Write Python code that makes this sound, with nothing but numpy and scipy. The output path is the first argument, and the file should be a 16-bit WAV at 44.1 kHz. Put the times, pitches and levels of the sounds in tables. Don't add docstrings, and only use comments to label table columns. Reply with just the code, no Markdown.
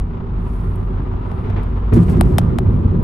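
import sys
import numpy as np
from scipy import signal
from scipy.fft import rfft, irfft
from scipy.io import wavfile
from scipy.ndimage import uniform_filter1d, minimum_filter1d

SR = 44100
rng = np.random.default_rng(int(sys.argv[2]) if len(sys.argv) > 2 else 0)


def gain_from_db(level_db):
    decades = np.asarray(level_db, float) / 20
    return 10 ** decades


def put_to_file(sound):
    columns = np.atleast_2d(sound).T
    safe = np.clip(columns, -1, 1)
    whole_steps = np.round(safe * 32767)
    wavfile.write(sys.argv[1], SR, whole_steps.astype(np.int16))


N = 133623
T = np.arange(N) / SR
HZ = np.fft.rfftfreq(N, 1 / SR)

# (time [s], shell level [dB], tick level [dB], treble boost [dB])
KNOCKS = [(.758, -51, -52, 14.5), (1.034, -41, -60, 11), (1.137, -30.5, -69, -10), (1.316, -27, -44, -5.5),
          (1.501, -28.5, -43, -5), (1.633, -50, -44, 1.5), (1.9365, -28.5, -36, 8), (1.9605, -38.5, -44, 3),
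          (2.099, -32, -41, 10), (2.2101, -9, -17, 4.5), (2.234, -40, -43.5, 7), (2.3832, -5.5, -6.5, 2.5),
          (2.4154, -31.5, -47.5, -13), (2.5859, -15.5, -23, 0)]
# (frequency [Hz], level [dB])
TICK_COLOUR = [(1100, -19), (2100, -4), (3000, -0.5), (5000, -5.5), (6500, -9), (8000, -10.5), (10200, -4),
               (11700, -4.5)]
# (frequency [Hz], left over right [dB])
TICK_LEAN = [(1200, -6), (2800, 6.5), (4200, 8), (6500, 5), (9000, 0)]
# (frequency [Hz], level [dB], T60 [s])
TRIM_RING = [(8510, -12, 0.015), (9000, -13.5, 0.013), (9910, -5, 0.0098), (11045, -9.5, 0.012),
             (10920, -12, 0.0093), (11800, -10, 0.011)]
# (delay [s], left level [dB], right level [dB])
SNAP_ECHOES = [(.0016, -11, -21), (.0025, -10, -17), (.0035, -8, -15), (.0046, -11, -12), (.0062, -13, -14),
               (.0078, -14, -22.5)]
# (time [s], thud level [dB], slap level [dB], T60 [s], panel ring [Hz])
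BUMPS = [
    (0.774, -36.5, -42.5, 0.11, 400),
    (1.437, -26, -37, 0.5, 415.5),
    (1.494, -25.5, -35, 0.066, 431),
    (1.558, -25.5, -32, 0.32, 443),
    (1.919, -8.5, -28, 0.22, 429.6),
    (1.958, -4, -30, 0.16, 335),
    (2.078, -22.5, -31, 0.17, 303),
    (2.126, -18.5, -40, 0.9, 356.8),
]
# (frequency [Hz], width [Hz], level [dB])
BODY_MODES = [(75, 23, 7.5), (149, 150, -3), (335, 69, -2.5), (471.3, 15, -7)]
# (frequency [Hz], level [dB])
SLAP_COLOUR = [(300, -9.5), (600, 7), (1000, 2.5), (2200, -6), (3500, -16.5), (5000, -29.5), (9000, -48)]
# (start [s], rise [s], fall [s], thin hiss level [dB], wide rustle level [dB])
FIZZ = [(0.031, 0.045, 0.065, -81, -95), (0.359, 0.17, 0.63, -61, -67), (1.2, 0.14, 0.29, -66.5, -75.5),
        (1.6, 0.037, 0.31, -77, -74), (1.93, 0.011, 0.052, -42.5, -43.5),
        (1.955, 0.0074, 0.085, -57, -51.5), (2.0, 0.031, 0.068, -57, -55), (2.06, 0.04, 0.12, -54.5, -50.5),
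        (2.15, 0.05, 0.11, -70, -58), (2.24, 0.022, 0.43, -62, -59.5), (2.6, 0.06, 0.44, -69, -74)]
# (frequency [Hz], level [dB])
HISS_COLOUR = [(8800, -15.5), (9300, -5.5), (10200, -9), (10800, 0), (11500, -8.5), (12000, -39)]
# (frequency [Hz], level [dB])
RUSTLE_COLOUR = [(2500, -3), (4500, 2.5), (7000, -0.5), (8600, 2.5), (10000, -7), (11700, 4), (12500, -35)]
# (time [s], pitch [Hz], level [dB])
BOOM = [(0.03, 41.97, -18.5), (0.2, 39.28, -38), (0.34, 44.46, -24), (0.87, 46.58, -23),
        (1.25, 45.85, -24.5), (1.36, 38.86, -47), (1.54, 40.68, -24), (1.96, 57.13, -18.5),
        (2.07, 58.57, -22.5), (2.2, 50, -18.5), (2.37, 48.1, -22), (2.48, 45.1, -37), (3.0, 43.2, -25)]
# (time [s], pitch [Hz], level [dB])
FLOOR_PAN = [(.03, 86.18, -26), (.53, 96.94, -33.5), (.72, 89.8, -21.5), (.86, 98.25, -28),
             (1.32, 87.35, -34.5), (1.55, 95.2, -20.5), (1.75, 94.97, -26), (1.91, 96.6, -29.5),
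             (1.94, 96.96, -11), (2.04, 98, -28), (2.13, 83.34, -32), (2.2, 89.37, -16),
             (2.37, 85.34, -25.5), (2.7, 99.74, -19), (3, 91.9, -19)]
# (time [s], level [dB])
ROUGHNESS = [(0, -31.5), (.58, -29.5), (1.49, -29), (1.91, -30.5), (1.93, -14.5), (2.03, -17),
             (2.06, -20.5), (2.09, -16), (2.45, -20), (3, -18.5)]
# (frequency [Hz], level [dB per Hz])
RUMBLE_COLOUR = [(30, -15.5), (55, 0.5), (98, 0.5), (184, -7), (255, -10), (290, -16.5), (420, -19.5),
                 (520, -25)]
# (frequency [Hz], level [dB per Hz])
ROAR_COLOUR = [(400, 5.5), (560, -9), (1000, -4), (1350, -9.5), (1600, -17), (3600, -31), (4600, -39.5),
               (8000, -56)]
# (frequency [Hz], width [Hz], level over roughness [dB])
HUMS = [(175.8, 16, -7), (233.7, 4.65, -10), (324, 32, -21.5), (377.2, 36, -14), (966, 46, -31),
        (1197, 89, -29.5)]
# (frequency [Hz], correlation [-1..1])
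LIKENESS = [(40, 1), (130, 0.94), (270, 0.86), (580, 0.0068), (1240, 0.0), (2640, 0.27), (5630, 0.29),
            (9000, .9)]
# (frequency [Hz], left over right [dB])
BALANCE = [(40, 0), (170, -1.9), (500, 2), (1440, 0), (4160, 4), (9000, 1)]
# (frequency [Hz], phase by which left leads [rad])
PORT_PHASE = [(0, 0), (8800, -.1), (9500, -2.6), (10400, -3.4), (11900, -6.2), (20000, -6.3)]
SIDES = np.array([[1], [-1]])


def evened(x):
    return x / np.sqrt(np.mean(x ** 2) + 1e-20)


def read(points, hz):
    f, value = np.transpose(points)
    return np.interp(np.log(hz + 1), np.log(f + 1), value)


def add(mix, s, sound):
    part = mix[..., round(s * SR):][..., :sound.shape[-1]]
    part += sound[..., :part.shape[-1]]


def slow(rate):
    return evened(irfft(rfft(rng.standard_normal(N)) * np.exp(-(HZ / rate) ** 2), N))


def peak(hz, width):
    return 1 / (1 + ((HZ - hz) / (width / 2)) ** 2)


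def diffuse(gain, extra=0.):
    a, b = rfft(rng.standard_normal((2, N)))
    same = np.clip(read(LIKENESS, HZ) + extra, -1, 1)
    lean = gain_from_db(read(BALANCE, HZ) / 2)
    alike = np.sqrt((1 + same) / 2) * a
    other = np.sqrt((1 - same) / 2) * b
    return evened(irfft(gain * np.array([(alike + other) * lean, (alike - other) / lean]), N))


def hard_snap(t, hz, colour, bite_s):
    click = irfft(colour * np.exp(-2j * np.pi * hz * bite_s), len(t)) * (t < 3 * bite_s)
    click = gain_from_db(5) * click / abs(click).max()
    echoes = sum(gain_from_db(np.array([[left_db], [right_db]])) * np.exp(-2j * np.pi * hz * s)
                 for s, left_db, right_db in SNAP_ECHOES)
    dull = 1 / (1 + ((hz - 2900) / 1700) ** 4)
    return click + irfft(rfft(click) * echoes * dull, len(t))


def hollow_shell(t, bite_s):
    shell_hz, glide, glide_s = 690, 2.0, .00075
    hold_s, release_s, linger_db, linger_t60 = .0036, .0015, -16, .03
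    u = np.maximum(t - bite_s, 0)
    settling = u + glide * glide_s * (1 - np.exp(-u / glide_s))
    near = np.minimum(t / bite_s, 1) ** 4 * np.cos(2 * np.pi * shell_hz * settling)
    far = gain_from_db(0.5) * np.minimum(u / .0026, 1) * np.cos(2 * np.pi * (shell_hz * u + .23))
    fade = np.exp(-(np.maximum(u - hold_s, 0) / release_s) ** 2) + gain_from_db(linger_db - 60 * u / linger_t60)
    return fade * np.array([near, far])


def knocks():
    bite_s, port_lag_s = .0005, .000004
    crack_db, crack_t60, tail_db, tail_t60 = -6, .003, -18, .04
    out, t = np.zeros((2, N)), T[:4000]
    hz = np.fft.rfftfreq(len(t), 1 / SR)
    colour = gain_from_db(read(TICK_COLOUR, hz)) / (1 + (900 / (hz + 1)) ** 6)
    colour = colour * gain_from_db(-27 / (1 + (12300 / (hz + 1)) ** 40)) / (1 + (hz / 16300) ** 40)
    snap, shell = hard_snap(t, hz, colour, bite_s), hollow_shell(t, bite_s)
    ring = sum(gain_from_db(db - 60 * t / t60) * np.sin(2 * np.pi * f * t) for f, db, t60 in TRIM_RING)
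    crack_fade = gain_from_db(crack_db - 60 * np.maximum(t - 2 * bite_s, 0) / crack_t60)
    tail_fade = gain_from_db(tail_db - 60 * t / tail_t60)
    shared = rng.standard_normal((3, len(t)))
    for s, shell_db, tick_db, treble_db in KNOCKS:
        own = rng.standard_normal((3, len(t)))
        grit = evened(irfft(rfft(shared + .8 * own) * colour, len(t)))
        crack = crack_fade * (grit[0] + 0.13 * grit[2] * SIDES)
        tick = snap + (crack + ring) * np.minimum(t / bite_s, 1)
        tail = tail_fade * (0.71 * grit[1] + 0.29 * grit[2] * SIDES)
        treble = treble_db / (1 + (7000 / (hz + 1)) ** 8)
        tone = gain_from_db(tick_db + treble + SIDES * read(TICK_LEAN, hz) / 2)
        tone = tone * np.exp(1j * np.pi * hz * port_lag_s * SIDES)
        add(out, s, irfft(rfft(tick + tail) * tone, len(t)) + gain_from_db(shell_db) * shell)
    return out


def bumps():
    panel_db, panel_rise_s, drop_db, drop_hz = -2, 0.021, -4, 100.2
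    thud, slap, panel = np.zeros(N), np.zeros(N), np.zeros(N)
    t = T[:SR // 2]
    for s, thud_db, slap_db, t60, hz in BUMPS:
        shake = np.minimum(t / 0.013, 1) * gain_from_db(thud_db - 60 * t / t60)
        swell = np.minimum(t / panel_rise_s, 1)
        add(thud, s, shake)
        add(panel, s, gain_from_db(panel_db) * shake * swell * np.sin(2 * np.pi * hz * t))
        add(panel, s, gain_from_db(drop_db) * shake * np.sin(2 * np.pi * drop_hz * t))
        add(slap, s, np.minimum(t / 0.0068, 1) * gain_from_db(slap_db - 60 * t / (1.23 * t60)))
    body = sum(gain_from_db(db) * peak(f, w) for f, w, db in BODY_MODES) / (1 + (HZ / 600) ** 4)
    tread = gain_from_db(read(SLAP_COLOUR, HZ)) * (HZ > 250) * (HZ < 12400)
    panels = np.array([panel, np.roll(panel, 14)])
    return thud * diffuse(body) + panels + slap * diffuse(tread)


def fizz():
    thin, wide = gain_from_db(-87.5) * np.ones(N), np.zeros(N)
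    for s, rise, fall, thin_db, wide_db in FIZZ:
        u = np.maximum(T - s - rise, 0) / fall
        swell = np.clip((T - s) / rise, 0, 1) * np.exp(-1.5 * u - 6 * u ** 4)
        thin += gain_from_db(thin_db) * swell
        wide += gain_from_db(wide_db) * swell
    hiss = diffuse(gain_from_db(read(HISS_COLOUR, HZ)) * (HZ > 8500) * (HZ < 12300))
    rustle = diffuse(gain_from_db(read(RUSTLE_COLOUR, HZ)) * (HZ > 2000) * (HZ < 12500), extra=0.22)
    return thin * gain_from_db(1.2 * slow(60)) * hiss + wide * gain_from_db(2 * slow(51)) * rustle


def drone(curve, wobble, flutter_db, rate):
    s, hz, db = np.transpose(curve)
    turns = np.cumsum(np.interp(T, s, hz) * (1 + wobble * slow(rate))) / SR
    level = gain_from_db(np.interp(T, s, db) + flutter_db * slow(rate))
    return np.sqrt(2) * level * np.cos(2 * np.pi * turns)


def cabin_boom():
    return drone(BOOM, 0.052, 0.75, 9.7)


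def floor_drumming():
    return drone(FLOOR_PAN, 0.035, 1.7, 12.84) * gain_from_db(-.6 * SIDES)


def road():
    rough_db = np.interp(T, *np.transpose(ROUGHNESS))
    band = 1 / (1 + (HZ / 620) ** 8) / (1 + (24 / (HZ + 1)) ** 8)
    low = gain_from_db(5) * diffuse(gain_from_db(read(RUMBLE_COLOUR, HZ)) * band) * gain_from_db(1.4 * slow(59))
    for hz, width, db in HUMS:
        low = low + gain_from_db(db + 4.08 * slow(11.8)) * diffuse(peak(hz, 1.27 * width) ** 2)
    sway = gain_from_db(-28) * diffuse(peak(41, 80) ** 2)
    edge = 1 / (1 + (380 / (HZ + 1)) ** 8) / (1 + (HZ / 12400) ** 60)
    roar = diffuse(gain_from_db(read(ROAR_COLOUR, HZ)) * edge) * gain_from_db(0.72 * slow(24) + 1.2 * slow(80))
    roar_db = -36.5 + 0.14 * (rough_db + 6.5) + 4 * np.sin(np.pi * T / 3.3)
    return sway + gain_from_db(rough_db) * low + gain_from_db(roar_db) * roar


def scene():
    return knocks() + bumps() + fizz() + cabin_boom() + floor_drumming() + road()


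def low_pass(x):
    return signal.sosfilt(signal.butter(12, 16700, fs=SR, output="sos"), x)


def record(dry):
    turn = np.exp(.5j * read(PORT_PHASE, HZ) * SIDES)
    ported = irfft(rfft(dry) * turn, N)
    room = np.minimum(.93 / (abs(ported).max(0) + 1e-9), 1)
    duck = uniform_filter1d(minimum_filter1d(room, size=401), size=401)
    return low_pass(ported * duck)


dry = scene()
out = record(dry)
put_to_file(out)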